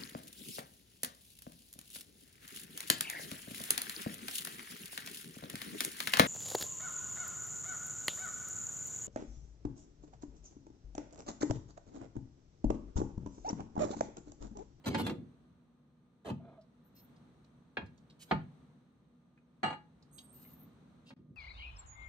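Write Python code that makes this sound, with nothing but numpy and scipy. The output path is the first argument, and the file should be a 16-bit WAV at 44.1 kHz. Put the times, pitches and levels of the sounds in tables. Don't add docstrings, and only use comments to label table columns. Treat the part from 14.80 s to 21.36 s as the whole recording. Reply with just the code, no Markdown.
import sys
import numpy as np
from scipy import signal
from scipy.fft import rfft, irfft, next_fast_len
from scipy.io import wavfile
from scipy.ndimage import map_coordinates

SR = 44100
rng = np.random.default_rng(int(sys.argv[2]) if len(sys.argv) > 2 else 0)


def to_wav(s):
    ch = np.atleast_2d(s).T
    pcm = np.round(np.clip(ch, -1, 1) * 32767)
    wavfile.write(sys.argv[1], SR, pcm.astype(np.int16))


N = 289296
RING = np.arange(int(SR * 0.7)) / SR


# start_s, clack_db, cutoff_hz (treble limit of the contact),
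# place (0 front edge, 1 middle), thud_db, thud_hz (centre)
KNOCKS = [(0.064, -44, 8950, 0.51, -35.5, 270), (0.145, -34, 7160, 0.35, -35.5, 280),
          (0.197, -42.5, 5000, 0.94, -37, 218), (0.264, -39, 12600, 0.23, -41.5, 267),
          (0.295, -42.5, 6000, 0.42, -41.5, 241), (1.499, -44, 1260, 0.3, -37, 205),
          (2.9691, -33.5, 3470, 0, -46, 310), (3.014, -50.5, 2530, 0.033, -50.5, 126),
          (3.5104, -25.5, 3280, 1, -34.5, 189.6), (6.304, -56, 4090, 0.19, -59.5, 201)]
# start_s, level_db, centre_hz
BUMPS = [(0.380, -43, 160), (0.427, -54.5, 179), (0.698, -60, 149), (1.525, -41, 144),
         (3.540, -35.5, 100.6), (6.390, -55, 202), (6.504, -52.5, 159.3)]
DISH_RING_DB = -15.5
SETTLE_S, SETTLE_CLACK_DB, SETTLE_THUD_DB = 0.014, -13.5, -0.5
SETTLE_SOFTER, SETTLE_DEEPER = 0.4, 0.72


def knocks():
    out = np.zeros((2, N))
    for s, clack_db, cut_hz, place, thud_db, thud_hz in KNOCKS:
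        add(out, s, contact(clack_db, cut_hz, place, thud_db, thud_hz, clack_db + DISH_RING_DB))
        settle_db = clack_db + SETTLE_CLACK_DB
        settle = contact(settle_db, cut_hz * SETTLE_SOFTER, place, thud_db + SETTLE_THUD_DB,
                         thud_hz * SETTLE_DEEPER, settle_db + DISH_RING_DB)
        add(out, s + SETTLE_S, settle)
    for s, db, centre_hz in BUMPS:
        add(out, s, amp(db) * thud(centre_hz))
    return out


SET_DOWN_S, SET_CLACK_DB, SET_THUD_DB, SET_RING_DB = 4.8305, -33, -38, -28
SET_CUT_HZ, SET_THUD_HZ, SET_PLACE = 2460, 220, 0.84
ROCK_S, ROCK_SLOWING = 0.0112, 1.33
ROCK_CLACK_DB, ROCK_THUD_DB, ROCK_RING_DB = -3.5, -7, -6.5


def set_down(count):
    out = np.zeros((2, N))
    for k in range(count):
        spent = np.log2(1 + k)
        clack_db = SET_CLACK_DB + ROCK_CLACK_DB * spent
        thud_db = SET_THUD_DB + ROCK_THUD_DB * spent
        dish_db = SET_RING_DB + ROCK_RING_DB * spent
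        hit = contact(clack_db, SET_CUT_HZ, SET_PLACE, thud_db, SET_THUD_HZ, dish_db)
        add(out, SET_DOWN_S + ROCK_S * k ** ROCK_SLOWING, hit)
    return out


# (time to fade by 60 dB, lid free)
DISH_TONES = [(507.7, -6, 0.086), (677, -15, .18), (797, -6.5, 0.15), (841, -7, 0.26), (975, -16.5, .17),
              (1205, -6, 0.14), (1257, -10, 0.17), (1285, -10, 0.084), (1485, -22, 0.2), (1683, -7.5, 0.27),
              (1860, -23, 0.043), (1950, -17.5, 0.22), (2306, -11, 0.16), (2335, -19, 0.16),
              (2573, -29, 0.14), (2840, -11, 0.24), (2990, -22, 0.15), (3287, -16.5, 0.093),
              (3960, -22, 0.27), (4224, -10, 0.1), (4620, -24.5, 0.18), (4820, -35.5, 0.085),
              (5720, -29, 0.071), (6710, -23.5, 0.072), (8000, -29.5, .12)]
# (relative, per Hz)
RIM_COLOUR = [(500, -24.5), (1300, 10.5), (4500, 3.5), (5300, -18), (6200, -5), (7200, -24), (8400, -8),
              (10000, -30.5), (14000, -38.5)]


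def contact(clack_db, cut_hz, place, thud_db, thud_hz, dish_db):
    hz, db, t60 = np.transpose(DISH_TONES)
    freedom = np.interp(dish_db, [-54, -42], [0.5, 1])
    dish = ring(hz, db, t60 * freedom, attack=0.0043, scatter_db=1.7)
    chatter = 1 + 0.18 * wobble(260, len(RING))
    rim_burst = np.exp(-RING / 0.013) * (1 - np.exp(-RING / 0.002))
    rim = struck(noise(RIM_COLOUR, len(RING)) * rim_burst)
    dish_and_lid = chatter * dish + amp(-18) * rim
    return amp(clack_db) * clack(place, cut_hz) + amp(thud_db) * thud(thud_hz) + amp(dish_db) * dish_and_lid


# pitch_hz, edge_db (struck at the front edge),
# middle_db (struck in the middle), t60_s; levels are relative
SHELF_TONES = [(550.3, -4.5, -13, 0.11), (668, -11, -4, 0.074), (775, -11, 8.5, 0.079),
               (882, -5.5, 1.5, 0.15), (972, 2, -19.5, 0.057), (1231, -11, -1, 0.089),
               (1416, -19, -0.5, 0.079), (1641, 4.5, -26.5, 0.046), (1797, -26, -7, 0.071),
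               (2000, -9.5, -10, .07), (2207, -12, -14, 0.079), (2470, -2, -13.5, 0.055),
               (2744, -6, -13.5, 0.066), (3237, -9, -17, 0.083), (3892, -8, -10, 0.059),
               (4130, -7.5, -16, 0.057), (5050, -15.5, -33.5, 0.075)]
# (relative, per Hz)
CRACK_COLOUR = [(150, -14.5), (380, -1), (520, -6), (850, -1), (1900, -2), (2900, -10), (4300, -3),
                (5500, -15), (9000, -16), (14000, -13.5)]
# pitch_hz, t60_s
CRACK_FADE = [(200, 0.35), (1000, 0.08), (4000, 0.062), (12000, .08)]


def clack(place, cut_hz):
    hz, edge_db, middle_db, t60 = np.transpose(SHELF_TONES)
    db = edge_db + np.clip(place, 0, 1) * (middle_db - edge_db)
    modes = ring(hz, db, t60, attack=0.0026, scatter_db=2.0)
    burst = (1 + 2.0 * np.exp(-RING / 0.024)) * (1 - np.exp(-RING / 0.0026))
    dense = ports(rng.standard_normal(len(RING)), lambda f: amp(along(CRACK_COLOUR, f)))
    crack = struck(fade(dense, CRACK_FADE) * burst)
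    return soften(amp(-4.0) * crack + amp(5.5) * modes, cut_hz, order=4)


# pitch_hz, level_db (relative), t60_s
CABINET_TONES = [(75, -8.5, 0.15), (106.43, -8, 0.34), (142, -5, 0.22), (158.4, -0.5, 0.16),
                 (193.5, 0.5, 0.16), (243.5, -5.5, 0.26), (264.1, 0.5, 0.15), (300, -7.5, 0.11),
                 (348.6, -10, 0.17), (383.3, -7, 0.19)]
# (relative, per Hz)
JUDDER_COLOUR = [(25, -34.5), (50, -22.5), (75, -4), (150, -9.5), (250, -2.5), (380, -9), (520, -12.5),
                 (1000, -48), (3000, -86.5)]


def thud(centre_hz):
    hz, db, t60 = np.transpose(CABINET_TONES)
    favour = lambda f: -9 * np.log2((f + 1) / centre_hz) ** 2
    colour = lambda f: amp(along(JUDDER_COLOUR, f) + 1.3 * favour(f))
    shudder = spread(rng.standard_normal((2, len(RING))), colour)
    swell = np.exp(-RING / 0.025) * (1 - np.exp(-RING / 0.0037))
    modes = ring(hz, db + favour(hz), t60, attack=0.0061, scatter_db=-1.5)
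    return amp(4) * modes + amp(-0.5) * swell * shudder


# start_s, length_s, grit_db, cutoff_hz (treble limit of the grit)
SCRAPES = [(0.04, 0.018, -51, 7870), (0.056, 0.041, -38, 13300), (0.097, 0.14, -45, 5030),
           (0.176, 0.049, -39.5, 14100), (0.222, .11, -49, 11830), (1.447, 0.076, -42.5, 1360),
           (1.445, 0.074, -52.5, 13200), (1.592, 0.21, -60, 1220), (3.474, 0.081, -60.5, 11920)]
# (relative, per Hz)
GRIT_COLOUR = [(150, -21.5), (450, 6.5), (900, 1.5), (1600, -6), (4300, -7.5), (5300, -18), (8500, -19.5),
               (11500, -26.5), (13500, -16.5), (15500, -30)]
SCRAPE_JUDDER_DB = -5
EDGE_START_S, EDGE_END_S, EDGE_DB = 0.062, 0.311, -40
EDGE_ATTACK_S, EDGE_RELEASE_S = 0.011, 0.059


def drags():
    out = np.zeros((2, N))
    for s, length, grit_db, cut_hz in SCRAPES:
        slips = rng.standard_normal(len(RING)) * amp(2.6 * wobble(500, len(RING)))
        grit = ports(slips, lambda hz: amp(along(GRIT_COLOUR, hz)) * ripple(hz, depth_db=7.5))
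        grit = soften(grit, cut_hz, order=2)
        judder = amp(SCRAPE_JUDDER_DB) * noise(JUDDER_COLOUR, len(RING))
        add(out, s, amp(grit_db) * stroke(length, edge=0.58) * (grit + judder))
    after_edge = np.maximum(EDGE_START_S + RING - EDGE_END_S, 0)
    weight = (1 - np.exp(-RING / EDGE_ATTACK_S)) * np.exp(-after_edge / EDGE_RELEASE_S)
    add(out, EDGE_START_S, amp(EDGE_DB) * weight * noise(JUDDER_COLOUR, len(RING)))
    return out


SQUEAK_SAG, SQUEAK_OCTAVE_DB = 0.043, -29
# start_s, length_s, pitch_hz (midway), level_db
SQUEAKS = [(1.596, 0.024, 643, -58.5), (1.626, 0.1, 674, -60.5), (1.673, 0.03, 645, -52.5),
           (1.776, 0.034, 649, -53.5)]


def squeaks():
    out = np.zeros((2, N))
    for s, length, pitch_hz, db in SQUEAKS:
        sag = SQUEAK_SAG * np.interp(RING, [0, length], [0.5, -0.5])
        pitch = pitch_hz * (1 + sag + 0.024 * wobble(140, len(RING)))
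        phase = 2 * np.pi * np.cumsum(pitch) / SR
        note = unit(np.sin(phase) + amp(SQUEAK_OCTAVE_DB) * np.sin(2 * phase))
        add(out, s, amp(db) * stroke(length, edge=0.62) * note)
    return out


TICK_OCTAVES, TICK_T60 = 0.49, 0.066
HISS_RISE_S, HISS_FADE_DB_PER_S = 0.02, 24
# start_s, level_db, centre_hz
TICKS = [(1.498, -55, 2850), (1.81, -77.5, 3800), (2.36, -77.5, 4100), (2.643, -76, 4000),
         (3.058, -74.5, 4650), (3.175, -74.5, 4700), (3.298, -66, 3660), (4.573, -73, 1900),
         (5.223, -71.5, 4430), (5.382, -54, 3840), (5.648, -68, 2200)]
# start_s, length_s, level_db (before its fade), centre_hz, width_octaves
HISSES = [(2.036, 0.059, -75, 13200, .044), (2.147, .12, -67, 12900, 0.13),
          (2.15, 0.068, -69.5, 4220, 0.52), (3.391, .06, -55, 4300, 0.99), (3.393, 0.13, -73, 13000, .08),
          (5.31, 0.35, -65.5, 8490, .07), (5.321, 0.11, -69, 6460, 0.03), (5.325, 0.15, -71, 12700, 0.053),
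          (5.521, 0.34, -59, 13470, .075), (5.529, .24, -73, 4840, 1), (6.252, 0.069, -63.5, 3940, 0.61)]


def handling():
    out = np.zeros((2, N))
    shape = np.exp(-np.log(1000) * RING / TICK_T60) * (1 - np.exp(-RING / 0.0018)) ** 2
    for s, db, centre_hz in TICKS:
        flicker = amp(1.7 * wobble(200, len(RING)))
        add(out, s, amp(db) * struck(band(centre_hz, TICK_OCTAVES) * shape * flicker))
    for s, length, db, centre_hz, octaves in HISSES:
        touch = np.clip(np.minimum(RING, length - RING) / HISS_RISE_S, 0, 1)
        level = amp(db - HISS_FADE_DB_PER_S * RING + 2.2 * wobble(47, len(RING)))
        add(out, s, level * touch * band(centre_hz, octaves))
    return out


# pitch_hz, t60_s
ECHO_FADE = [(100, 0.59), (500, 0.22), (2000, 0.28), (12000, 0.21)]


def hollow(x):
    tail = fade(spread(rng.standard_normal((2, len(RING))), np.ones_like), ECHO_FADE)
    tail = tail * (1 - np.exp(-RING / 0.0055))
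    return signal.fftconvolve(x, tail / np.linalg.norm(tail[0]), axes=1)[:, :N]


AIR_DB = 2
RUMBLE_DB, RUMBLE_FOLLOWS = -64, 0.81
DIP_START_S, DIP_END_S, DIP_EDGE_S, DIP_DB = 6.341, 6.362, 0.0027, -19
AIR_DROP_DB = -11.5
# time_s, level_db (before AIR_DB and AIR_DROP_DB)
AIR_LEVEL = [
    [(0.5, -75.5), (0.862, -81), (1.066, -82.5), (1.4, -82)],
    [(1.9, -79), (2.13, -77), (2.316, -72.5), (2.92, -78)],
    [(3.8, -73.5), (4.112, -80), (4.65, -82.5), (4.78, -80)],
    [(5.1, -78.5), (5.738, -71), (6.172, -74.5), (6.24, -75)],
]
# (relative, per Hz)
RUMBLE_COLOUR = [(20, -43), (40, -17), (65, -5), (100, -11), (150, 2.5), (200, -3), (250, -1.5), (300, -10),
                 (450, -16.5), (650, -24.5), (1300, -66.5)]
# (relative, per Hz)
AIR_COLOUR = [(250, -21), (500, 1), (1200, -1), (1700, -7.5), (2800, -13.5), (4100, -11.5), (5000, -25),
              (6200, -17.5), (7400, -29), (8200, -18), (9500, -28), (15000, -38)]
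# pitch_hz, level_db (rms, before the hum's shared trim)
HUM_TONES = [(145.3, -80), (242.2, -72.5), (484.5, -87), (1217, -90)]


def background():
    t = np.arange(N) / SR
    time_s, db_points = np.transpose(np.vstack(AIR_LEVEL))
    level_db = np.interp(t, time_s, db_points)
    rumble_db = RUMBLE_DB + RUMBLE_FOLLOWS * (level_db - level_db.mean())
    rumble = amp(rumble_db + 0.36 * wobble(9.6, N)) * noise(RUMBLE_COLOUR, N)
    air_db = level_db + AIR_DB + AIR_DROP_DB * (t > DIP_START_S)
    air = amp(air_db) * noise(AIR_COLOUR, N)
    hum = sum(amp(db) * unit(np.sin(2 * np.pi * hz * t + 0.7 * wobble(5, N))) for hz, db in HUM_TONES)
    return rumble + air + amp(-0.5) * hum


def dip():
    t = np.arange(N) / SR
    inside = np.minimum(t - DIP_START_S, DIP_END_S - t)
    return amp(DIP_DB * np.clip(1 + inside / DIP_EDGE_S, 0, 1))


def amp(db):
    return 10 ** (np.asarray(db) / 20)


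def unit(x):
    return x / np.sqrt(np.mean(x ** 2) + 1e-20)


def struck(x):
    return x / np.sqrt(np.mean(x[..., :SR // 50] ** 2) + 1e-20)


def along(points, hz):
    f, v = np.transpose(points)
    return np.interp(np.log(hz + 1), np.log(f), v)


def wobble(rate, size):
    return map_coordinates(rng.standard_normal(size // 20 + 4), [np.arange(size) * rate / SR + 1])


def add(track, s, x):
    start = max(round(s * SR), 0)
    track[:, start:start + x.shape[-1]] += x[..., :max(N - start, 0)]


def soften(x, cut_hz, order):
    b, a = signal.butter(order, np.clip(cut_hz, 50, SR * 0.45), fs=SR)
    return signal.lfilter(b, a, x)


def stroke(length, edge):
    return np.abs(np.sin(np.pi * np.clip(RING / length, 0, 1))) ** edge * (RING < length)


def fade(x, t60s):
    hz, t, z = signal.stft(x, SR, nperseg=128)
    fading = z * amp(-60 * t / along(t60s, hz)[:, None])
    return signal.istft(fading, SR, nperseg=128)[1][:, :x.shape[-1]]


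def ripple(hz, depth_db):
    knots = np.arange(0, SR / 2, 110)
    bumps = np.interp(hz, knots, rng.standard_normal(len(knots)))
    return amp(depth_db * bumps * np.minimum(hz / 1500, 1))


def band(centre_hz, octaves):
    bell = lambda hz: 1 / (1 + (np.log2((hz + 1) / centre_hz) / octaves) ** 2 / 2) ** 2
    return ports(rng.standard_normal(len(RING)), lambda hz: bell(hz) * ripple(hz, depth_db=6.5))


def noise(spectrum, size):
    return spread(rng.standard_normal((2, size)), lambda hz: amp(along(spectrum, hz)))


# pitch_hz, likeness (0 unrelated, 1 the same)
LIKENESS = [(60, 0.94), (200, 0.95), (400, 0.64), (750, 0.37), (1300, 0.12), (2400, 0), (4300, 0.12),
            (9000, 0)]


def half_angle(hz):
    return np.arccos(np.clip(along(LIKENESS, hz), -1, 1)) / 2


def spread(pair, gain):
    size = pair.shape[-1]
    m = next_fast_len(size + 4096)
    hz = np.fft.rfftfreq(m, 1 / SR)
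    turn = half_angle(hz)
    mid, side = irfft(rfft(pair, m) * gain(hz) * [np.cos(turn), np.sin(turn)], m)[:, :size]
    return unit(np.array([mid + side, mid - side]))


def ports(x, gain):
    m = next_fast_len(len(x) + 4096)
    hz = np.fft.rfftfreq(m, 1 / SR)
    knots = np.arange(0, SR / 2, 700)
    lead = np.tanh(3 * np.interp(hz, knots, rng.standard_normal(len(knots))))
    apart = 1.17 * lead * half_angle(hz)
    turned = rfft(x, m) * gain(hz) * np.exp(1j * np.array([apart, -apart]))
    return unit(irfft(turned, m)[:, :len(x)])


def ring(hz, db, t60, attack, scatter_db):
    strength, phase, lead = rng.standard_normal((3, len(hz)))
    apart = np.sign(lead) * half_angle(hz)
    turn = np.exp(1j * (np.pi * phase + np.array([apart, -apart])))
    start = amp(db + scatter_db * strength) * turn
    t = RING.astype(np.float32)
    angle = np.outer(np.float32(2 * np.pi * hz), t)
    decay = np.exp(np.maximum(np.outer(np.float32(-np.log(1000) / t60), t), -20))
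    waves = start.real @ (decay * np.sin(angle)) + start.imag @ (decay * np.cos(angle))
    return waves * (1 - np.exp(-RING / attack)) / np.sqrt(np.sum(amp(db) ** 2) / 2)


def filtered(x, gain):
    m = next_fast_len(N + SR // 2)
    return irfft(rfft(x, m) * gain(np.fft.rfftfreq(m, 1 / SR)), m)[:, :N]


# pitch_hz, left_minus_right_db
LEAN = [(100, 0.5), (220, 0.5), (380, -4), (750, -2), (1300, 0.5), (2400, 0), (4400, -1.5), (8200, -10),
        (13000, 1)]


def scene():
    contacts = knocks() + set_down(count=6) + drags() + squeaks() + handling()
    contacts = filtered(contacts, lambda hz: amp(np.outer([0.5, -0.5], along(LEAN, hz))))
    return (contacts + amp(-12.0) * hollow(contacts) + background()) * dip()


LOW_CUT_HZ, TOP_HZ = 46, 15720


def record(dry):
    bass_cut = signal.butter(3, LOW_CUT_HZ, "high", fs=SR, output="sos")
    return filtered(signal.sosfilt(bass_cut, dry), lambda hz: hz < TOP_HZ)


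dry = scene()
out = record(dry)
to_wav(out)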